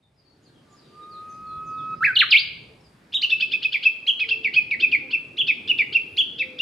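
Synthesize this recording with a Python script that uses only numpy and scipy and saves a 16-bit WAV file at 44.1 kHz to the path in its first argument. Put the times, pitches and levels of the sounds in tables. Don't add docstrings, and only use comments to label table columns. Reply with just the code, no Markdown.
import sys
import numpy as np
from scipy import signal
from scipy.io import wavfile
from scipy.ndimage import uniform_filter1d

SR = 44100
rng = np.random.default_rng(int(sys.argv[2]) if len(sys.argv) > 2 else 0)


def store_wav(level_fs):
    pcm = np.round(np.clip(np.atleast_2d(level_fs), -1, 1) * 32767)
    wavfile.write(sys.argv[1], SR, pcm.T.astype(np.int16))


N = 291501

OPEN_OVERTONES = [-27, -38.5, -46, -35.5, -37.5]
# (time [s], gain [dB])
SONG_TREBLE = [(2.2, 0), (3.1, 3.5), (4.2, -1), (4.6, -3.5), (5.7, -5.5), (6.2, 1)]
# (time [s], deep level [dB], upper level [dB])
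RUMBLE_LEVELS = [(0, -68, -72), (.5, -62.5, -64), (1.2, -58.5, -56), (1.6, -50.5, -55), (1.9, -51.5, -50),
                 (2.5, -52, -58), (2.9, -59, -61.5), (3.4, -60, -56), (4.1, -64, -56), (4.4, -56.5, -53.5),
                 (4.85, -55, -52), (5.4, -54, -52), (5.9, -54.5, -46.5), (6.3, -54, -50.5),
                 (6.61, -62.5, -50)]


def warbler_whistle():
    swell = [(.64, -79), (.75, -55), (.79, -80), (.88, -72), (.98, -47), (1.18, -39.5), (1.36, -38),
             (1.6, -35.5), (1.90, -31), (1.942, -26.5), (1.955, -43)]
    overtones = [-18, -39, -59.5, -53, -37]
    low_hz, top_hz, climb_from_s, climb_s = 1183, 1286, .85, .36
    times, levels = np.transpose(swell)
    t = np.arange(times[0], times[-1], 1 / SR)
    hz = top_hz - (top_hz - low_hz) * np.exp(-np.maximum(t - climb_from_s, 0) / climb_s)
    db = np.interp(t, times, levels)
    waver_db = .5 * drift(36)[:len(t)]
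    dip_db = -9 * np.exp(-((t - 1.657) / .018) ** 2)
    fundamental = from_db(waver_db + dip_db)
    upper = [from_db(overtone + .8 * (db - db.max())) for overtone in overtones]
    release = np.clip((times[-1] - t) / .003, 0, 1)
    out = np.zeros(N)
    add_tone(out, times[0], hz, release * from_db(db), [fundamental, *upper])
    return out


def warbler_sweeps():
    notes = [
        [(2.006, 1310, -32), (2.013, 1300, -27), (2.024, 1302, -19.5), (2.040, 1865, -18.5),
         (2.053, 2650, -12.5), (2.064, 1995, -19.5), (2.074, 1680, -20), (2.110, 1484, -23), (2.122, 1560, -50)],
        [(2.151, 4590, -39), (2.157, 4400, -26), (2.163, 3230, -19.5), (2.171, 2824, -9), (2.181, 3320, -25),
         (2.194, 4340, -16), (2.209, 2767, -12), (2.221, 1716, -16), (2.235, 1250, -23.5), (2.246, 1090, -43)],
        [(2.303, 5320, -53.5), (2.309, 5030, -23), (2.319, 3380, -14.5), (2.329, 2610, -9.5),
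         (2.344, 2106, -15), (2.358, 2363, -9), (2.373, 3323, -17.5), (2.388, 4320, -25.5),
         (2.398, 4750, -23.5), (2.412, 5030, -45)],
    ]
    return glides(notes, OPEN_OVERTONES, smooth_s=.0044, effort=.21)


def warbler_run():
    # (time [s], length [s], turning pitch [Hz], end pitch [Hz], loudest at [share of length],
    #        level [dB], grace length [s], grace end pitch [Hz], relative grace level [dB])
    leaps = [ (3.135, 0.038, 3830, 2480, 0.4, -20, 0.02, 1896, -35.5),
             (3.221, 0.027, 3025, 2450, 0.81, -15.5, 0.016, 2393, -33),
             (4.066, .035, 3323, 2560, 0.84, -14, .008, 2380, -45.5),
             (5.372, .044, 3443, 2410, 0.83, -17, 0.012, 2087, -45),
             (6.170, .042, 3425, 2466, .62, -14.5, .013, 2400, -41.5), ]
    arches = [ (3.311, 0.026, 2666, 2470, 0.65, -14.5, 0.021, 1873, -27.5),
              (3.418, 0.02, 2610, 2490, 0.49, -15, 0.025, 1744, -25.5),
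              (3.532, 0.022, 2606, 2340, 0.29, -16.5, 0.026, 1810, -28.5),
              (3.644, 0.017, 2590, 2385, 0.59, -14.5, 0.029, 1737, -27.5),
              (3.848, 0.028, 2651, 2360, 0.69, -10.5, 0.029, 1700, -28),
              (4.305, 0.03, 2723, 2360, .39, -16.5, 0.027, 1805, -27),
              (4.557, .040, 2584, 2303, 0.4, -12, 0.031, 1673, -28),
              (4.816, 0.033, 2638, 2317, 0.9, -11.5, .024, 1770, -27),
              (5.125, 0.029, 2716, 2190, 0.61, -16, 0.027, 1715, -33.5),
              (5.684, 0.034, 2937, 2270, .7, -15, 0.014, 1815, -28),
              (5.941, 0.032, 2760, 2240, 0.62, -14, .024, 1705, -31.5),
              (6.593, 0.036, 2852, 2480, 0.86, -11.5, .013, 1915, -34.5)]
    hooks = [ (3.740, 0.022, 2360, 1807, 0.25, -18, 0.024, 1816, -27),
             (4.445, 0.036, 2283, 1780, 0.074, -18.5, 0.015, 1890, -41.5),
             (4.710, 0.038, 2254, 1745, 0.12, -20, 0.0075, 2040, -38.5),
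             (4.921, .034, 2420, 1916, 0.68, -14.5, 0.01, 1804, -32.5),
             (5.787, 0.037, 2330, 1814, 0.16, -16, 0.01, 1746, -31)]
    droops = [ (4.202, 0.045, 2580, 1770, 0.3, -19.5, 0.021, 1746, -29),
              (5.479, 0.034, 2620, 1860, 0.54, -14, .022, 1859, -26.5),
              (6.391, 0.038, 2663, 1703, .62, -20.5, .019, 1857, -31)]
    # (start over turning pitch [ratio], turn at [share of length], swell [exponent],
    #         fade [exponent], octave at onset before the throat [dB])
    leap = (.54, .45, 1.3, 0.39, -2)
    arch = (.85, .39, 1.4, .7, -13)
    hook = (1.2339, 0.39, 0.6, 0.68, -17.5)
    droop = (.93, .26, .9, 1.7, -8)
    return (open_notes(leaps, *leap) + grace_notes(leaps, start_ratio=.68, overlap_s=.006)
            + open_notes(arches, *arch) + grace_notes(arches, start_ratio=.7, overlap_s=.003)
            + open_notes(hooks, *hook) + grace_notes(hooks, start_ratio=.7, overlap_s=.003)
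            + open_notes(droops, *droop) + grace_notes(droops, start_ratio=.7, overlap_s=.009))


def open_notes(notes, start_ratio, turn, rise, fall, octave_db):
    opening_s, closing_s = .005, .005
    out = np.zeros(N)
    for start, length, turn_hz, end_hz, loudest, level_db, *_ in notes:
        u = np.linspace(0, 1, round((length + closing_s) * SR))
        before = np.clip(1 - u / turn, 0, 1)
        after = np.clip((u - turn) / (1 - turn), 0, 1)
        hz = turn_hz * (1 + (start_ratio - 1) * before ** 2) + (end_hz - turn_hz) * after ** 2
        swell = np.sin(np.pi / 2 * np.clip(u / loudest, 0, 1)) ** rise
        fade = np.abs(np.cos(np.pi / 2 * np.clip((u - loudest) / (1 - loudest), 0, 1))) ** fall
        effort = swell * fade
        close = np.sin(np.pi / 2 * np.clip((1 - u) * length / closing_s, 0, 1)) ** 2
        treble_db = np.interp(start, *np.transpose(SONG_TREBLE))
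        partials = [1, *[from_db(db + treble_db) * effort for db in OPEN_OVERTONES]]
        partials[1] += from_db(octave_db) * np.exp(-u * length / opening_s)
        add_tone(out, start, hz, from_db(level_db) * effort * close, partials)
    return out


def grace_notes(notes, start_ratio, overlap_s):
    partials = [-26.5, 6, -7.5, -29]
    graces = [(start + overlap_s - length, length, start_ratio * hz, hz, db)
              for start, *_, length, hz, db in notes]
    return slides(graces, bend=1.5, late=1.4, shake=.45, waver=.032, flutter_hz=300, partials_db=partials)


def note_hiss(warbler, t):
    spectrum = [(5000, 5), (7000, -3.5), (10000, -8.5), (13000, 5), (16000, -13.5)]  # (frequency [Hz], relative density [dB])
    power = uniform_filter1d(np.mean(warbler ** 2, axis=0), int(.03 * SR))
    gain = from_db(-45.5 + np.interp(t, *np.transpose(SONG_TREBLE)))
    return gain * np.sqrt(np.abs(power)) * banded_noise(spectrum, flicker_db=-2)


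def shrubs(sound, t60_s, second_t60_s, second_db, band_hz, likeness):
    t = np.arange(int(.9 * SR)) / SR
    decay = from_db(-60 * t / t60_s) + from_db(second_db - 60 * t / second_t60_s)
    onset = np.clip(t / .0067, 0, 1)
    band = signal.butter(1, band_hz, "band", fs=SR, output="sos")
    mid, side = signal.sosfilt(band, rng.standard_normal((2, len(t)))) * decay * onset
    echoes = stereo(mid, side, likeness)
    echoes /= np.sqrt(np.sum(echoes ** 2) / 2)
    return signal.fftconvolve(sound[None], echoes, axes=1)[:, :N]


def far_birds():
    # (time [s], length [s], start pitch [Hz], end pitch [Hz], relative level [dB])
    notes = [ (.02, 0.032, 3860, 3370, -62), (.155, 0.063, 5320, 4350, -64), (.22, 0.12, 4440, 4460, -64),
             (.435, 0.065, 5070, 3550, -59.5), (.41, 0.031, 7370, 6300, -70),
             (.53, 0.071, 3500, 2920, -61.5), (.685, 0.06, 7500, 6400, -67),
             (.755, .045, 5460, 4280, -55.5), (.78, 0.25, 4720, 4580, -67.5), (.81, 0.049, 4200, 3520, -61),
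             (1.00, 0.051, 3900, 3640, -57.5), (1.085, 0.105, 4950, 3330, -55.5),
             (1.28, 0.05, 6690, 5800, -60), (1.31, 0.065, 5200, 4940, -67.5), (1.44, 0.11, 4580, 3745, -58),
             (1.43, 0.18, 3500, 3400, -66.5), (1.64, 0.059, 7250, 5360, -64),
             (1.68, 0.075, 5150, 4330, -64.5), (1.75, 0.078, 3990, 3060, -55),
             (1.95, 0.038, 4700, 5380, -59), (2.02, 0.086, 5260, 4470, -66),
             (2.79, 0.03, 5400, 5300, -68.5), (2.83, 0.048, 5400, 4290, -60.5),
             (.45, 0.1, 1587, 1610, -62.5), ]
    chirps = slides(notes, bend=1, late=1.1, shake=.4, waver=.01, flutter_hz=80)
    scatter = shrubs(chirps, t60_s=.31, second_t60_s=.26, second_db=-.5,
                     band_hz=(2000, 12100), likeness=.1)
    return from_db(-9) * chirps + from_db(-3.5) * scatter


def doves():
    coos = [(2.694, 0.049, 438, 454, -54), (4.211, 0.32, 432, 455, -51), (5.0, 0.099, 474, 528, -54.5),
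            (5.65, .09, 434, 447, -51), (6.365, 0.274, 410, 519, -49)]
    scoop_s, sag, edge_db = .034, .065, -11.5
    u = np.linspace(0, 1, 20)
    notes = []
    for start, length, start_hz, top_hz, level_db in coos:
        scoop_hz = (top_hz - start_hz) * np.clip(1 - u * length / scoop_s, 0, 1)
        hz = top_hz * (1 - sag * u ** 3) - scoop_hz
        db = level_db + edge_db * (2 * u - 1) ** 4
        notes.append(np.transpose([start + u * length, hz, db]))
    return glides(notes, [-35], smooth_s=.025, effort=0)


def far_hoots():
    hoots = [ (3.12, .25, 1180, 1150, -65), (4.99, .10, 830, 780, -62), (5.08, .10, 980, 1050, -63),
             (5.50, .75, 835, 830, -68), (5.66, .50, 1250, 1240, -69), ]
    return slides(hoots, bend=.92, late=.99, shake=.4, waver=.008, flutter_hz=30)


def insect():
    buzz = [(5.97, .30, 11200, 10300, -72)]  # (time [s], length [s], start pitch [Hz], end pitch [Hz], level [dB])
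    return slides(buzz, bend=1, late=1.6, shake=.5, waver=.045, flutter_hz=900)


def distant_rumble(t):
    # (frequency [Hz], relative density [dB])
    upper_spectrum = [(170, -3.5), (230, 6), (320, 3.5), (440, 2.5), (560, -16), (700, -22.5)]
    deep_spectrum = [(20, -22), (40, -14.5), (80, -7), (120, 2), (170, -6.5)]
    times, deep_db, upper_db = np.transpose(RUMBLE_LEVELS)
    upper = from_db(np.interp(t, times, upper_db)) * banded_noise(upper_spectrum, flicker_db=3)
    deep = from_db(np.interp(t, times, deep_db)) * banded_noise(deep_spectrum, flicker_db=2.5)
    return upper + deep


def air(t):
    spectrum = [(450, 2.5), (700, -0.5), (1000, -3.5), (1800, -5), (3300, -12.5), (4400, -12),
                (5400, -23.5), (9000, -21.5), (16000, -41)]
    times, _, rumble_db = np.transpose(RUMBLE_LEVELS)
    swing_db = np.interp(t, times, rumble_db) - rumble_db.mean()
    return from_db(-58.5 + .17 * swing_db) * banded_noise(spectrum, flicker_db=1.5)


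def leaves(t):
    spectrum = [(6500, 5.5), (9000, 5), (11000, -3.5), (13000, -12.5), (16000, -7.5)]  # (frequency [Hz], relative density [dB])
    gust_db = 2 * np.exp(-((t - 1) / .45) ** 2)
    return from_db(-79.5 + gust_db) * banded_noise(spectrum, flicker_db=-2.5)


def glides(notes, overtones_db, smooth_s, effort):
    out = np.zeros(N)
    for curve in notes:
        times, pitches, levels = np.transpose(curve)
        t = np.arange(times[0], times[-1], 1 / SR)
        hz = uniform_filter1d(np.interp(t, times, pitches), int(smooth_s * SR), mode="nearest")
        edge = np.clip(np.minimum(t - times[0], times[-1] - t) / .003, 0, 1)
        db = np.interp(t, times, levels)
        upper = [from_db(overtone + effort * (db - db.max())) for overtone in overtones_db]
        add_tone(out, times[0], hz, edge * from_db(db), [1, *upper])
    return out


def slides(notes, bend, late, shake, waver, flutter_hz, partials_db=(0,)):
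    out = np.zeros(N)
    lowpass = signal.butter(2, flutter_hz, fs=SR, output="sos")
    flutter = unit_rms(signal.sosfilt(lowpass, rng.standard_normal((2, N))))
    for start, length, start_hz, end_hz, level_db in notes:
        u = np.linspace(0, 1, round(length * SR))
        louder, higher = flutter[:, np.minimum(round(start * SR) + np.arange(len(u)), N - 1)]
        hz = (end_hz + (start_hz - end_hz) * (1 - u) ** bend) * (1 + waver * higher)
        gain = from_db(level_db) * np.sin(np.pi * u ** late) * (1 + shake * louder)
        add_tone(out, start, hz, gain, from_db(partials_db))
    return out


def add_tone(out, start_s, hz, gain, partial_gains):
    throat = [(2400, -0.5), (3300, -6.5), (4300, 4), (5200, -13), (6500, -13.5), (8000, -13), (10500, -10),
              (13000, -13.5), (16000, -17)]
    phase = 2 * np.pi * np.cumsum(hz) / SR
    tone = partial_gains[0] * np.sin(phase)
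    for k, strength in enumerate(partial_gains[1:], start=2):
        tone += strength * from_db(at_hz(throat, k * hz)) * np.sin(k * phase) * (k * hz < SR / 2)
    at = round(start_s * SR)
    out[at:at + len(hz)] += (np.sqrt(2) * gain * tone)[:N - at]


def banded_noise(spectrum, flicker_db):
    likeness = [(30, 1), (125, 0.97), (250, 1), (500, 0.52), (1500, 0.39), (6000, 0.64), (14000, 0.27)]  # (frequency [Hz], left-right correlation [0-1])
    out, edges = 0, 20 * 2 ** np.arange(0, 10.1, .5)
    white = rng.standard_normal((2, 2, N))
    for k, (low, high) in enumerate(zip(edges, edges[1:])):
        hz = np.sqrt(low * high)
        if spectrum[0][0] / 1.2 < hz < spectrum[-1][0] * 1.2:
            band = signal.butter(2, [low, high], "band", fs=SR, output="sos")
            mid, side = signal.sosfilt(band, white[k % 2])
            gain = from_db(at_hz(spectrum, hz) + flicker_db * drift(2))
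            out = out + gain * stereo(mid, side, at_hz(likeness, hz))
    return unit_rms(out)


def drift(rate_hz):
    step = 40
    pole = np.exp(-2 * np.pi * rate_hz * step / SR)
    slow = signal.lfilter([1], [1, -2 * pole, pole * pole], rng.standard_normal(N // step + 2002))[2000:]
    return np.interp(np.arange(N) / step, np.arange(len(slow)), unit_rms(slow))


def stereo(mid, side, likeness):
    return np.sqrt(1 + likeness) * mid + np.sqrt(1 - likeness) * side * [[1], [-1]]


def pan(sound, left_db):
    return sound * from_db([[left_db], [-left_db]])


def at_hz(points, hz):
    frequencies, values = np.transpose(points)
    return np.interp(np.log(hz), np.log(frequencies), values)


def from_db(db):
    return 10 ** (np.asarray(db) / 20)


def unit_rms(x):
    return x / np.sqrt(np.mean(x ** 2) + 1e-20)


def scene():
    t = np.arange(N) / SR
    song = warbler_whistle() + warbler_sweeps() + warbler_run()
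    scatter = shrubs(song, t60_s=.1, second_t60_s=.61, second_db=-10.5,
                     band_hz=(2310, 12800), likeness=.45)
    warbler = pan(song, -.3) + from_db(-4.5) * scatter
    hiss = note_hiss(warbler, t)
    callers = pan(far_birds(), .8) + pan(doves(), 1.5) + far_hoots() + pan(insect(), 1.2)
    fade_in = from_db(-13.5 * np.clip(1 - t, 0, 1) ** 2)
    background = distant_rumble(t) + fade_in * (air(t) + pan(leaves(t), 1.2))
    return warbler + hiss + callers + background


def record(dry):
    stop_hz = 15900
    return signal.sosfilt(signal.cheby2(24, 70, stop_hz, fs=SR, output="sos"), dry)


dry = scene()
out = record(dry)
store_wav(out)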